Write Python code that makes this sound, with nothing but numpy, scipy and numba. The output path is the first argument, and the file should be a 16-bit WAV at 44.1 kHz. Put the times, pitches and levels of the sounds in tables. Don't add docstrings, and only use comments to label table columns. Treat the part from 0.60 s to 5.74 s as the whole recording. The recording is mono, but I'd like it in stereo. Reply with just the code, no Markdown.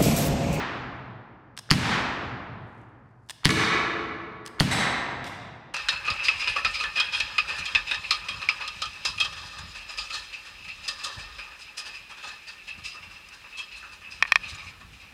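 import sys
import numpy as np
from scipy import signal
from scipy.fft import rfft, irfft, next_fast_len
from scipy.io import wavfile
from numba import njit

SR = 44100
rng = np.random.default_rng(int(sys.argv[2]) if len(sys.argv) > 2 else 0)


def generate_wav(sig):
    pcm = np.round(np.clip(np.atleast_2d(sig).T, -1, 1) * 32767).astype(np.int16)
    wavfile.write(sys.argv[1], SR, pcm)


N = 226611
LEAD = SR // 2
M = next_fast_len(N + LEAD + SR)
HZ = np.arange(M // 2 + 1) * SR / M + 1e-3

# (time [s], strength [dB], left minus right [dB], rumble [dB])
SHOT_TABLE = [(-0.37, -4.5, 3.5, -44.5), (1.1060, -4, 1, -41), (2.8485, -6, -5, -52),
              (3.9996, -6.5, -2.5, -46.5)]


def undb(db):
    return 10 ** (np.asarray(db) / 20)


def over_hz(table):
    hz, *columns = np.transpose(table)
    return [np.interp(np.log(HZ), np.log(hz), column) for column in columns]


def ring(hz, t60_s):
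    t = np.arange(int(t60_s * SR) + 8) / SR
    return np.sin(2 * np.pi * hz * t) * np.exp(-np.log(1000) * t / t60_s)


def add(track, s, sound):
    start = int(round(s * SR)) + LEAD
    track[..., start:start + sound.shape[-1]] += sound[..., :M - start]


def clack(hz, t60_ms, rattle_ms, db, alike=0.4):
    t_ms = np.arange(SR // 25) / SR * 1000
    common = rng.standard_normal(len(t_ms))
    own = rng.standard_normal((2, len(t_ms)))
    share = np.clip(alike, 0, 1) / (1 + (hz / 6000) ** 2)
    rattle = np.sqrt(share) * common + np.sqrt(1 - share) * own
    rattle = rattle * np.exp(-(t_ms / max(rattle_ms, .05)) ** 4)
    rattle = rattle - np.roll(rattle, int(SR / hz / 2), axis=1)
    out = signal.fftconvolve(rattle, ring(hz, t60_ms / 1000)[None], axes=1)
    return out * undb(db) / np.abs(out).max()


def pistol():
    # (time after the hammer [ms], ring [Hz], t60 [ms], rattle [ms], level [dB])
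    action_and_pop = [(-15, 1400, 2, 1.5, -25), (-5.5, 2500, 0.71, 8.1, -16.5), (0, 4340, 3.9, 2.1, 2.5),
                      (4.5, 9500, 2.6, 4.7, -4), (4, 2100, 4.4, 4.4, -9.5), (6, 2200, 1.9, 0.066, 6.5)]
    # (time after the hammer [ms], ring [Hz], t60 [ms], rattle [ms], level [dB])
    muzzle = [(6.3, 4600, 2.6, 0.17, 12.5), (6.3, 3300, 2.1, 0.54, 13), (6.5, 1700, 3.8, 1, 13)]
    # (time after the hammer [ms], frequency [Hz], t60 [ms], level [dB])
    thump = (8, 164, 25, 8.8)
    # (delay [ms], crack level [dB], swing level [dB])
    echoes = [(7.6, -9, -5), (14.4, -12, -18), (20.5, -19, -20), (24.3, -17, -20)]
    swing_ms, swing_hz, swing_t60_ms, swing_db = thump
    swing = -undb(swing_db) * ring(swing_hz, swing_t60_ms / 1000)
    near = np.zeros((2, M))
    for s, db, pan_db, _ in SHOT_TABLE:
        gain = undb(db + np.array([[pan_db], [-pan_db]]) / 2)
        for ms, *part in action_and_pop:
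            add(near, s + ms / 1000, gain * clack(*part))
        blast = [(ms, clack(*part)) for ms, *part in muzzle]
        for late_ms, crack_db, bass_db in [(0, 0, 0), *echoes]:
            for ms, crack in blast:
                add(near, s + (ms + late_ms) / 1000, gain * undb(crack_db) * crack)
            add(near, s + (swing_ms + late_ms) / 1000, gain * undb(bass_db) * swing)
    return near


def puffs_to_walls():
    # (frequency [Hz], relative level [dB])
    puff_colour = [(25, -20), (60, -1.5), (130, -4), (260, 2), (400, -2.5), (590, -3.5), (800, 1.5),
                   (1100, 2), (1800, 4), (3500, -1.5), (5500, -5.5), (9000, -10.5), (15000, -22)]
    puffs = np.zeros(M)
    for s, db, _, _ in SHOT_TABLE:
        add(puffs, s + 0.0063, undb([db]))
    overall_db = 40.5
    return irfft(rfft(puffs) * undb(over_hz(puff_colour)[0] + overall_db), M)


def trigger():
    # (time of the snap [s], snap level [dB], delay to the scrape [ms], scrape level [dB])
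    pulls = [(0.9753, -24.5, 12.8, -27), (2.6965, -24.5, 8.2, -26.5), (3.8620, -26, 11.6, -32.5)]
    # (frequency [Hz], t60 [ms], relative level [dB])
    steel = [(1000, 10, -11), (1750, 8, -7), (2800, 3, -6), (3800, 2.5, -5), (5200, 2.2, 0),
             (8400, 1.3, -1), (12000, .8, -13)]
    out = np.zeros((2, M))
    for s, snap_db, scrape_late_ms, scrape_db in pulls:
        # (time after the snap [ms], level [dB], rattle [ms])
        contacts = [(-8.5, snap_db - 17, 4.6),
                    (0, snap_db, 1.6),
                    (0, snap_db - 8.5, 5.9),
                    (scrape_late_ms, scrape_db, 6.9)]
        for ms, db, rattle_ms in contacts:
            for hz, t60_ms, ring_db in steel:
                add(out, s + ms / 1000, clack(hz, t60_ms, rattle_ms, db + ring_db))
    return out


def struck(hits, modes, scatter_db):
    out = np.zeros((2, M))
    for s, hit_db, rattle_ms in hits:
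        chances = rng.standard_normal((len(modes), 3))
        for (hz, mode_db, t60_ms), (balance, *detunes) in zip(modes, chances):
            db = hit_db + mode_db + scatter_db * balance
            for detune in detunes:
                add(out, s, clack(hz * (1 + 0.01 * detune), t60_ms, rattle_ms, db, alike=1.0))
    return out


def tin():
    # (time [s], level [dB], rattle [ms])
    hits = [(2.8918, -7, 0.89), (2.903, -12, 8.4)]
    # (frequency [Hz], relative level [dB], t60 [ms])
    modes = [(331.3, -17.5, 120), (438.5, -18.5, 62), (1123, -9, 45), (1311, -10.5, 20), (1620, -3.5, 25),
             (1699, -0.5, 35), (1980, -4, 20), (2247, -2.5, 27), (2383, -3.5, 21), (2980, -13, 8.5),
             (3660, 2, 1.5), (5540, -0.5, 0.58), (8800, -5, 1.2)]
    return struck(hits, modes, scatter_db=2.0)


def glass():
    # (time [s], level [dB], rattle [ms])
    hits = [(4.112, -17, 13), (4.124, -17.5, 16.3), (4.152, -26.5, 6.2), (4.378, -44, 5.9)]
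    # (frequency [Hz], relative level [dB], t60 [ms])
    modes = [(750, -14, 26), (940, -12, 13), (1980, -0.5, 11), (3930, -4.5, 8), (5270, -7.5, 2.2),
             (6250, -13, 13), (7800, -7.5, 13), (8200, -7, 2.9), (10300, -15, 2.8)]
    return struck(hits, modes, scatter_db=3.0)


def grit():
    # (time [s], level [dB], rattle [ms])
    hits = [(4.508, -50, 1.6), (4.6416, -33.5, 5.7), (4.652, -43, 10), (4.665, -36.5, 19)]
    # (frequency [Hz], relative level [dB], t60 [ms])
    modes = [(2400, -1, 3), (3500, 0, 2.5), (5000, -3, 1.2), (7500, -7, .9), (11000, -14, .7)]
    return struck(hits, modes, scatter_db=1.0)


def room():
    # (frequency [Hz], t60 [s], early surplus [dB], left-right likeness [0 to 1], left minus right [dB])
    walls = [(30, 3, 5.5, .5, -6.5), (71, 3, 9.5, 1, -1), (118, 3.18, 25, 1, 0.5),
             (306.6, 2.51, 12, 1, -0.5), (560, 2.42, -10, 0.93, 0.5), (1160, 2.167, -10, 0.96, 2.5),
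             (2280, 1.58, -6, 0.4, 4), (4750, 1.15, -0.5, 1, 1), (7890, 0.69, -2.5, 0.096, -2),
             (15000, 0.44, 3.5, 0.15, -0.5)]
    early_t60_s, build_s = 0.65, 0.0037
    t = np.arange(M) / SR
    common = rfft(rng.standard_normal(M))
    own = rfft(rng.standard_normal((2, M)))
    t60_s, early_db, alike, pan_db = over_hz(walls)
    alike = np.clip(alike, 0, 1)
    noise = np.sqrt(alike) * common + np.sqrt(1 - alike) * own
    noise = noise * undb(np.array([pan_db, -pan_db]) / 2)
    early_fade = undb(-60 * t / early_t60_s)
    out = np.zeros((2, M))
    for octave in np.arange(4.5, 14.5, .5):
        k = int(2 ** octave * M / SR)
        band = np.clip(1 - 2 * np.abs(np.log2(HZ) - octave), 0, 1)
        fade = undb(-60 * t / t60_s[k]) * (1 + (undb(early_db[k]) - 1) * early_fade)
        out += irfft(noise * band, M) * fade
    build_up = 1 - np.exp(-(t / build_s) ** 2)
    return rfft(out * build_up * (t < 4) / np.sqrt(SR))


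def rumble():
    # (time after the shot [s], level [dB])
    steps = [(.3, -33.5), (.55, -1.5), (.95, -2.5), (1.0, -15), (1.54, -16), (1.59, -31)]
    centre_hz, width_hz = 120.9, 43
    t = (np.arange(M) - LEAD) / SR
    after_s, shape_db = np.transpose(steps)
    swell = sum(undb(db + np.interp(t - s, after_s, shape_db)) for s, _, _, db in SHOT_TABLE)
    noise = rfft(rng.standard_normal(M) + 0.099 * rng.standard_normal((2, M)))
    out = irfft(noise / (1 + (2 * (HZ - centre_hz) / width_hz) ** 2), M)
    return out / out.std() * swell


def rustle():
    # (time of the loudest moment [s], relative level [dB], swell [dB per s])
    moves = [(2.21, -77, 53), (2.5, -87, 50), (2.685, -72, 180)]
    fade_db_per_s = 160
    t = (np.arange(M) - LEAD) / SR
    swell = sum(undb(db - np.maximum(rise * (s - t), fade_db_per_s * (t - s))) for s, db, rise in moves)
    chance = np.minimum(rng.exponential(size=M // 64 + 1), 4)
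    ticks = undb(3.5 * np.repeat(chance, 64)[:M])
    noise = rng.standard_normal((2, M)) * ticks * swell
    cloth = signal.butter(2, [3500, 10000], "bandpass", fs=SR, output="sos")
    return signal.sosfilt(cloth, noise)


def hum():
    # (frequency [Hz], relative level [dB])
    murmur = [(15, -47.5), (25, -24.5), (113, 0.5), (173, -10), (554, -30), (1780, -26), (3100, -59),
              (4480, -34.5), (14000, -62)]
    level_db = -66
    common = rng.standard_normal(M)
    own = rng.standard_normal((2, M))
    out = irfft(rfft(common + 0.37 * own) * undb(over_hz(murmur)[0]), M)
    return out * undb(level_db) / out.std()


def scene():
    near, puffs, clicks = pistol(), puffs_to_walls(), trigger()
    on_tin, on_glass, on_floor = tin(), glass(), grit()
    small = undb(3.0) * clicks + undb(14.0) * on_tin + undb(14.5) * on_glass + undb(14.0) * on_floor
    sent = puffs + small.mean(0)
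    tail = irfft(rfft(sent) * room(), M)
    out = near + clicks + on_tin + on_glass + on_floor + tail + hum() + rumble() + rustle()
    left_lag = 2
    return np.array([out[0, LEAD - left_lag:LEAD - left_lag + N], out[1, LEAD:LEAD + N]])


@njit
def duck(size, top, ratio, attack, hold, release):
    gain, level, wait = np.empty(len(size)), 0., 0.
    for i in range(len(size)):
        if size[i] > level:
            level += (size[i] - level) * attack
            wait = hold
        elif wait > 0:
            wait -= 1
        else:
            level -= level * release
        gain[i] = min(1., (top / (level + 1e-9)) ** (1 - 1 / ratio))
    return gain


def record(dry):
    mic_hz, treble_cut_hz = 12700, 16100
    top, ratio = 0.32, 2.7
    attack_s, hold_s, release_s = 0.00075, 0.076, 0.078
    dull = signal.sosfilt(signal.butter(2, mic_hz, fs=SR, output="sos"), dry)
    louder_side = np.abs(dull).max(0)
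    gain = duck(louder_side, top, ratio, 1 / (attack_s * SR), hold_s * SR, 1 / (release_s * SR))
    overloaded = np.tanh(dull * gain)
    return signal.sosfilt(signal.ellip(8, .2, 70, treble_cut_hz, fs=SR, output="sos"), overloaded)


dry = scene()
out = record(dry)
generate_wav(out)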